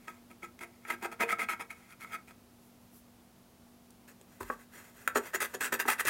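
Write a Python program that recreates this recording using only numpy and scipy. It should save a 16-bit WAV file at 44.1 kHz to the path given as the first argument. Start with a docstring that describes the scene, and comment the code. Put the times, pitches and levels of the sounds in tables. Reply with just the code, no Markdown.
"""Scraping glue at the workbench

One microphone, close to the work, in a small workshop with a faint hum. A hand tool scrapes glue from
a wooden strip on a thin panel in two runs of quick, light strokes: the edge slips and snaps over the
fibres, and tool and panel ring. Between the runs fingertips brush the wood, and the tool is turned
round and knocks on it. In the new grip it sounds brighter and creaks once; the bench thuds softly."""
import sys
import numpy as np
from scipy import signal
from scipy.fft import rfft, irfft, next_fast_len
from scipy.io import wavfile

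SR = 44100
rng = np.random.default_rng(int(sys.argv[2]) if len(sys.argv) > 2 else 0)


def int16_out(signal):
    """Quantize to a 16-bit WAV file."""
    q = np.round(np.clip(np.atleast_2d(signal).T, -1, 1) * 32767)
    wavfile.write(sys.argv[1], SR, q.astype(np.int16))


N = 268877
TAPS = 4096  # length of the ring of tool and panel, in samples
BINS = np.fft.rfftfreq(TAPS, 1 / SR)

# room tone, the still air at the microphone: (frequency [Hz], relative level [dB])
AIR_SPECTRUM = [(15, -51.5), (25, -17), (107, -7), (161, -12), (179, -9), (211, -15), (241, -5.5),
                (269, -12), (361, -12.5), (557, -17.5), (749, -16.5), (1730, -26), (8970, -31.5),
                (10800, -30), (15800, -32)]
# the workshop's hum: (frequency [Hz], rms level [dB])
HUM_TONES = [(120, -84), (193, -72), (240, -64.5), (678, -81)]
# how long the room rings: (frequency [Hz], time to fall 60 dB [s])
ROOM_T60 = [(250, .26), (1000, .2), (3000, .16), (12000, .13)]
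# colour of the room's tail: (frequency [Hz], level [dB])
ROOM_COLOUR = [(250, -7), (900, -8), (2000, -11), (6000, -13), (14000, -13.5)]
# the hands settle on the bench: (time [s], level [dB], pitch [Hz], decay [s])
THUDS = [(4.408, -43, 85.5, 0.025), (4.435, -50, 44.3, .07), (6.06, -45, 117, 0.037)]
# fingertips on the wood in the pause: (middle [s], half length [s], level [dB])
BRUSHES = [(2.652, .07, -70), (2.85, .04, -72), (2.965, .04, -60)]
# colour of skin on wood: (frequency [Hz], relative level [dB])
BRUSH_COLOUR = [(2000, -25), (5500, -6), (8500, -6), (11300, 2), (15500, -3)]
# the course of one short creak: (time [s], pitch [Hz], level [dB])
CREAK_PATH = [(5.879, 730, -40), (5.887, 772, -26.5), (5.896, 867, -35), (5.906, 875, -35),
              (5.925, 990, -54)]
# broad colour of tool and panel in each grip: (frequency [Hz], relative level [dB])
FIRST_COLOUR = [(120, -25), (200, -4.5), (330, -12), (1000, -10), (1500, -8.5), (2000, -1.5), (2600, -13),
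                (2950, -18), (3700, -18.5), (5200, -19), (10000, -18), (15500, -21)]
SECOND_COLOUR = [(120, -11.5), (200, -19.5), (330, -1.5), (1000, -2.5), (1500, 0), (2000, -4.5),
                 (2600, -2.5), (2950, -11.5), (3700, -7.5), (5200, -10), (10000, -17.5), (15500, -8.5)]
# resonances of tool and panel in each grip: (frequency [Hz], width [Hz], height [dB])
FIRST_MODES = [(224,23,5.6), (352,20.5,18.2), (464,8,13.6), (687,47,12.8), (813,62,8.2), (940.5,29,16.3),
               (1307,32,22.6), (1400,12,15.7), (1598,40,12.5), (2080,100,2.3), (2223,105,10.5),
               (2500,180,14.5), (3296,180,12), (4350,63,2.9), (6900,400,0.72), (8520,120,4.5), (10140,69,4)]
SECOND_MODES = [(242,31.4,19.6), (390,58,12.2), (510.5,26,11.8), (596,41,4.3), (907,77,7.1), (950,71,6.9),
                (1160,76,8.4), (1313,70,14.3), (1577,80,13.6), (1726,270,15.3), (2001,100,14.9),
                (2684,310,11.5), (3235,154,10.5), (5860,190,7.3), (6940,370,11.5), (8350,1000,13.5),
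                (9840,670,13.5), (11520,510,14.4), (13340,440,10.7), (15500,150,4)]
# light, even rubs on the wood: the edge resting between strokes, and from 4.45 to 5.07 s the handling as the
# tool is turned round: (start [s], end [s], relative level [dB])
DRAGS = [(0, 0.195, -63), (.66, .8, -68.5), (.835, .865, -55), (1.0, 1.02, -54), (1.748, 1.887, -61),
         (2.062, 2.12, -53.5), (4.288, 4.385, -66), (4.45, 4.54, -53), (4.596, 4.631, -54.5),
         (4.738, 4.821, -51), (4.821, 4.908, -57.5), (4.955, 5.07, -56.5), (5.242, 5.283, -41.5),
         (5.486, 5.533, -53.5)]
# the edge lands or catches hard:
# (time [s], peak [dB], contact time [s], panel boom [dB], edge hiss [dB], wood ring [Hz])
KNOCKS = [(.081, -33, 0.0019, -6, -6, 1280), (.429, -34.5, 0.0027, -8, -2, 2270),
          (0.591, -40, .002, -9, 9, 2160), (.609, -34.5, 0.0033, 5, 1, 378),
          (.85, -36.5, 0.0051, -6, -12, 2080), (.902, -23.5, 0.0043, -7, -8, 2070),
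          (1.026, -32, 0.0023, 5, 6, 400), (1.047, -27.5, 0.0053, 5, 0, 1390),
          (1.207, -20.5, 0.0035, 2.5, 0, 1600), (1.2359, -21.5, .0015, 7.5, -12, 460),
          (1.29, -24, .002, -20, -16, 2200), (1.305, -20.5, 0.0026, -16, -12, 2080),
          (1.327, -21, 0.0037, 0, -2.5, 1260), (1.417, -23.5, .003, -11, -8, 2200),
          (1.487, -22, .005, -14, -11, 2300), (1.535, -26, .0015, 0, -18, 804),
          (2.047, -33, 0.00089, 0, -6, 2180), (2.149, -30.5, 0.00087, 4, -4, 1320),
          (2.309, -41, 0.00091, 7, 5, 3400), (3.906, -45.5, .0007, 0, 40, 3000),
          (4.213, -42, 0.00058, 16, 19, 3000), (4.407, -29, 0.0027, 7.5, -35, 1020),
          (4.431, -35, 0.0009, 8, 6, 940), (4.4999, -20, 0.0032, 7, -41, 1105),
          (5.0763, -11.5, 0.0015, -0.5, 0, 1350), (5.083, -27.5, 0.0034, 8, 0, 506),
          (5.157, -17, 0.0043, 1, -25, 1300), (5.172, -24.5, 0.0033, 13, 1, 394),
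          (5.7267, -20.5, 0.0018, 8, -5, 1320), (5.854, -26, .004, 15, -13, 835),
          (5.883, -16.5, 0.0043, 0, -4, 1300), (6.052, -25.5, .003, 15, 12.5, 390)]
# the scraping strokes, each with the rings favoured at its spot:
# (start [s], end [s], relative level [dB], swell [dB], panel boom [dB], wood ring [Hz], blade ring [Hz])
STROKES = [(0.076, 0.108, -47, -4, 4, 1240, 11500), (0.304, 0.324, -52, -8, 12, 2280, 9800),
           (0.425, 0.461, -44, -1, 6, 1350, 7000), (.612, 0.646, -40, 3, 2.5, 2120, 10200),
           (0.87, 0.901, -40.5, 5, 1, 2060, 11500), (0.898, 0.95, -36.5, -15.5, 3, 1590, 11600),
           (1.025, 1.063, -34, 4.5, 9.5, 1510, 13400), (1.116, 1.144, -42.5, -8, 5, 1420, 9900),
           (1.202, 1.24, -25, -1.5, 3, 2010, 13600), (1.285, 1.333, -29.5, 4, -2, 2100, 10000),
           (1.389, 1.444, -31, -1, 1.5, 2120, 9400), (1.488, 1.545, -32.5, -8, -3, 2100, 11600),
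           (1.598, 1.627, -37.5, -4.5, 3.5, 890, 10400), (1.701, 1.73, -42, -2.5, -5, 2210, 10900),
           (1.884, 1.935, -52.5, 6, -10, 1440, 9900), (2.001, 2.052, -44.5, -1, -4.5, 2160, 11700),
           (2.116, 2.157, -36.5, 6, -4, 1355, 11400), (2.275, 2.323, -55, -8, 4, 2380, 8300),
           (4.078, 4.123, -58, -9, 9, 2320, 6900), (4.403, 4.444, -50, -8, 11.5, 1000, 9700),
           (5.155, 5.188, -30, -0.5, 8.5, 409, 7060), (5.34, 5.364, -27.5, -1, 3, 1900, 7000),
           (5.404, 5.468, -31.5, -11.5, -3, 1990, 9600), (5.539, 5.557, -35.5, -3, 10, 603, 6800),
           (5.607, 5.684, -32, -8.5, -2, 1500, 7900), (5.724, 5.761, -30, -9.5, 5, 1820, 13300),
           (5.795, 5.822, -27, -5, -1.5, 1860, 14400), (5.856, 5.877, -43.5, 5, 12, 830, 9800),
           (5.88, 5.94, -27.5, -7, -4, 1980, 9600), (5.994, 6.011, -23, 5, -7, 1880, 10190),
           (6.06, 6.092, -23.5, 6.5, -5, 2000, 9500)]

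# two ways to hold the tool; chatter is the stick-slip share of the friction's power, 0-1
FIRST_GRIP = dict(
    colour=FIRST_COLOUR, modes=FIRST_MODES, stroke_db=-4, chatter=.24, hiss_db=0, hiss_slope=.24,
    grain=dict(slips_per_s=150, jitter=.4, slip_s=.00064, snaps_per_s=3500, snap_spread_db=.5))
SECOND_GRIP = dict(
    colour=SECOND_COLOUR, modes=SECOND_MODES, stroke_db=-3.5, chatter=.44, hiss_db=1, hiss_slope=.18,
    grain=dict(slips_per_s=230, jitter=.35, slip_s=.001, snaps_per_s=6000, snap_spread_db=1.7))


def amp(db):
    """Decibels to gain."""
    return 10 ** (np.asarray(db) / 20)


def unit(x):
    """Scales to rms 1."""
    return x / np.sqrt(np.mean(x ** 2) + 1e-20)


def curve(points, hz):
    """Joins (frequency, value) points on a log-frequency axis."""
    f, value = np.transpose(points)
    return np.interp(np.log(hz + 1), np.log(f + 1), value)


def add(mix, s, sound):
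    """Mixes a sound in at time s."""
    part = mix[max(round(s * SR), 0):][:len(sound)]
    part += sound[:len(part)]


def gate(t, start, end, rise_s, fall_s):
    """Opens softly around start and closes softly around end."""
    opening = .5 + .5 * np.tanh((t - start) / rise_s / 2)
    closing = .5 + .5 * np.tanh((end - t) / fall_s / 2)
    return opening * closing


def drift(size, hz):
    """A random wander of rms 1, up to about hz."""
    length = next_fast_len(size + SR // 4, True)
    lowpass = np.exp(-(np.fft.rfftfreq(length, 1 / SR) / hz) ** 2)
    return unit(irfft(rfft(rng.standard_normal(length)) * lowpass, length))[:size]


def coloured_noise(colour):
    """Noise of rms 1 with the given spectrum, as long as the scene."""
    gain = amp(curve(colour, np.fft.rfftfreq(N, 1 / SR)))
    return unit(irfft(rfft(rng.standard_normal(N)) * gain, N))


def room_tone(air_db=-61.5, waver=.19, wander_hz=.53):
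    """Still air around the microphone and a faint, slightly wavering hum."""
    out = amp(air_db) * coloured_noise(AIR_SPECTRUM)
    for hz, db in HUM_TONES:
        cycles = np.cumsum(hz + wander_hz * drift(N, 8.9)) / SR
        out += amp(db) * unit(np.sin(2 * np.pi * cycles) * (1 + waver * drift(N, 1.9)))
    return out


def workshop(sound, echo_s=.0048, echo_db=-14, build_s=.0057):
    """The microphone hears the direct sound, one near reflection and a short, bass-heavy tail."""
    size = SR // 2
    hz, t, noise = signal.stft(rng.standard_normal(size), SR, nperseg=256)
    tail = amp(-60 * t / curve(ROOM_T60, hz)[:, None]) * (1 - np.exp(-(t / build_s) ** 2))
    band_norm = np.sqrt(size * np.mean(tail ** 2, axis=1, keepdims=True))
    tail *= amp(curve(ROOM_COLOUR, hz))[:, None] / band_norm
    response = signal.istft(noise * tail, SR, nperseg=256)[1]
    response[0] += 1  # direct path
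    response[round(echo_s * SR)] += amp(echo_db)
    return signal.fftconvolve(sound, response)[:N]


def bench_thuds(rise_s=.0066):
    """The bench gives a low, damped tone as the hands settle."""
    out, t = np.zeros(N), np.arange(SR // 2) / SR
    for s, db, hz, decay_s in THUDS:
        envelope = np.exp(-t / decay_s) * (1 - np.exp(-t / rise_s))
        add(out, s, amp(db) * np.sin(2 * np.pi * hz * t) * envelope)
    return out


def fingertips():
    """A faint, high swish of skin on wood."""
    t = np.arange(N) / SR
    touch = sum(amp(db) * np.exp(-((t - middle) / half) ** 2) for middle, half, db in BRUSHES)
    return touch * coloured_noise(BRUSH_COLOUR)


def creak(jitter=.047, flutter=.28):
    """The edge grips for a moment and squeaks upward as it speeds up."""
    s, hz, db = np.transpose(CREAK_PATH)
    out, t = np.zeros(N), np.arange(s[0], s[-1], 1 / SR)
    pitch = np.interp(t, s, hz) * (1 + jitter * drift(len(t), 300))
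    level = amp(np.interp(t, s, db)) * (1 + flutter * drift(len(t), 170))
    add(out, s[0], level * np.sin(2 * np.pi * np.cumsum(pitch) / SR))
    return out


def grip_at(s, turn_s=3.5):
    """How the tool is held at time s; it is turned round at turn_s."""
    return FIRST_GRIP if s < turn_s else SECOND_GRIP


def resonances(modes):
    """Gain of (frequency [Hz], width [Hz], height [dB]) peaks standing on a level of 1."""
    hz, width, db = np.transpose(modes)[:, :, None]
    power = amp(db) ** 2 / (1 + (2 * (BINS - hz) / width) ** 2)
    return np.sqrt(1 + power.sum(0))


def tool_and_panel(grip, boom_db, hiss_db, wood_hz, wood_db, blade=(7100, 550, 0), hiss_hz=3500):
    """Their ring: weight adds boom, a keen edge adds hiss, each spot favours a wood and a blade mode."""
    wood = (wood_hz, wood_hz / 13, wood_db)  # Q of 13
    peaks = resonances(grip["modes"]) * resonances([wood, blade])
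    bass_db = boom_db / (1 + (BINS / 950) ** 6)
    treble_db = hiss_db * (1 - 1 / (1 + (BINS / hiss_hz) ** 6))
    gain = amp(curve(grip["colour"], BINS) + bass_db + treble_db) * peaks
    gain *= (BINS + 1) / np.hypot(BINS, 170)  # a small panel radiates little deep bass
    midrange = (BINS > 1000) & (BINS < 3500)
    gain /= np.sqrt(np.mean(gain ** 2 * midrange))
    log_gain = np.log(np.r_[gain, gain[-2:0:-1]])
    minimum_phase = np.exp(np.conj(signal.hilbert(log_gain)))  # the ring follows the contact
    return np.fft.ifft(minimum_phase).real


def blade_echo(force, delay_s=.0009, wander=.25, echo=.57, above_hz=4000):
    """Treble bounces along the blade; the path shifts with the contact point, so its peaks move."""
    treble = signal.sosfilt(signal.butter(2, above_hz, "high", fs=SR, output="sos"), force)
    lag = np.round(SR * delay_s * np.exp(wander * drift(len(force), 4.8))).astype(int)
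    return force + echo * treble[np.maximum(np.arange(len(force)) - lag, 0)]


def friction(size, chatter, slips_per_s, jitter, slip_s, snaps_per_s, snap_spread_db):
    """Force at the edge: uneven stick-slip jerks over a dense crackle of snapping fibres."""
    slip_count = np.cumsum(slips_per_s * np.exp(jitter * drift(size, 150))) / SR + rng.random()
    jerks = np.diff(np.floor(slip_count), prepend=0) * rng.uniform(.4, 1.6, size)
    release = signal.lfilter([1], [1, -np.exp(-1 / (slip_s * SR))], jerks)
    slips = release * rng.standard_normal(size)
    snaps = (rng.random(size) < snaps_per_s / SR) * rng.choice([-1, 1], size)
    snaps = snaps * amp(snap_spread_db * np.minimum(rng.exponential(1, size), 4))
    return np.sqrt(chatter) * unit(slips) + np.sqrt(1 - chatter) * unit(snaps)


def touch_hiss_db(grip, db, firm_db=-30):
    """A lighter touch rides on the surface and has a larger share of hiss."""
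    return grip["hiss_db"] + grip["hiss_slope"] * (firm_db - db)


def rub(t, pressure, chatter, grain, ring, hiss_gain=1, hiss_above_hz=7400, uneven_db=1.08):
    """The edge catches and runs free under pressure, and its friction rings tool and panel."""
    catching = amp(uneven_db * drift(len(t), 69.6))
    force = pressure * catching * friction(len(t), chatter, **grain)
    force *= np.linalg.norm(pressure) / np.linalg.norm(force)  # the hand's work sets the energy
    hiss = signal.sosfiltfilt(signal.butter(2, hiss_above_hz, "high", fs=SR, output="sos"), force)
    return signal.fftconvolve(blade_echo(force + (hiss_gain - 1) * hiss), ring)


def drags(gain_db=-3, chatter=.12, dull_db=-1.5, fade_s=.014):
    """Between strokes the resting edge slides softly and evenly, and while the tool is turned round the
    handling rubs the wood lightly."""
    out = np.zeros(N)
    for start, end, db in DRAGS:
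        grip, t = grip_at(start), np.arange(max(start - .08, 0), end + .08, 1 / SR)
        pressure = amp(db + gain_db) * gate(t, start, end, fade_s, fade_s)
        hiss_db = touch_hiss_db(grip, db) + dull_db
        ring = tool_and_panel(grip, boom_db=2.5, hiss_db=hiss_db, wood_hz=2050, wood_db=2.5)
        add(out, t[0], rub(t, pressure, chatter, grip["grain"], ring))
    return out


def knocks(grit=.31, build_s=.00037, click=.24, click_s=.00007):
    """The edge lands or catches: a click and a short crunch ring tool and panel."""
    out, t = np.zeros(N), np.arange(TAPS // 4) / SR
    for s, db, contact_s, boom_db, hiss_db, wood_hz in KNOCKS:
        crunch = rng.standard_normal(len(t)) * (1 - np.exp(-t / build_s)) * np.exp(-t / contact_s)
        force = grit * crunch + click * np.exp(-t / click_s)
        ring = tool_and_panel(grip_at(s), boom_db, hiss_db, wood_hz, wood_db=7.5, hiss_hz=2670)
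        knock = signal.fftconvolve(force, ring)
        add(out, s, amp(db) * knock / abs(knock).max())
    return out


def scrapes(rise_s=.0035, fall_s=.004, soften_per_db=.09, skim_db=-19, skim_s=.0082, slow_db=-3.5):
    """Close to the microphone, each stroke skims the wood, bites, swells or sags, and lifts off."""
    out = np.zeros(N)
    for start, end, db, swell_db, boom_db, wood_hz, blade_hz in STROKES:
        grip, t = grip_at(start), np.arange(start - .05, end + .08, 1 / SR)
        from_middle = np.clip((t - start) / (end - start), 0, 1) - .5
        attack_s = rise_s * np.exp(soften_per_db * swell_db)  # a swelling stroke starts more softly
        bite = gate(t, start, end, attack_s, fall_s)
        skim = amp(skim_db) * gate(t, start, end, skim_s, skim_s)
        pressure = amp(db + grip["stroke_db"] + swell_db * from_middle) * np.maximum(bite, skim)
        hiss_db = touch_hiss_db(grip, db)
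        ring = tool_and_panel(grip, boom_db, hiss_db, wood_hz, wood_db=4.5, blade=(blade_hz, 450, 6))
        hiss_gain = amp(slow_db * (2 * from_middle) ** 2)  # a slower hand at either end hisses less
        add(out, t[0], rub(t, pressure, grip["chatter"], grip["grain"], ring, hiss_gain))
    return out


def scene():
    """The handwork up close in the workshop, over bench thuds and room tone, in mono."""
    handwork = scrapes() + drags() + knocks() + creak() + fingertips()
    return (workshop(handwork) + bench_thuds() + room_tone())[None]


def record(dry):
    """The recorder cuts the microphone's top end at its band limit."""
    lowpass = signal.firwin(511, cutoff=15950, window=("kaiser", 9), fs=SR)
    return signal.oaconvolve(dry, lowpass[None], "same")


dry = scene()
out = record(dry)
int16_out(out)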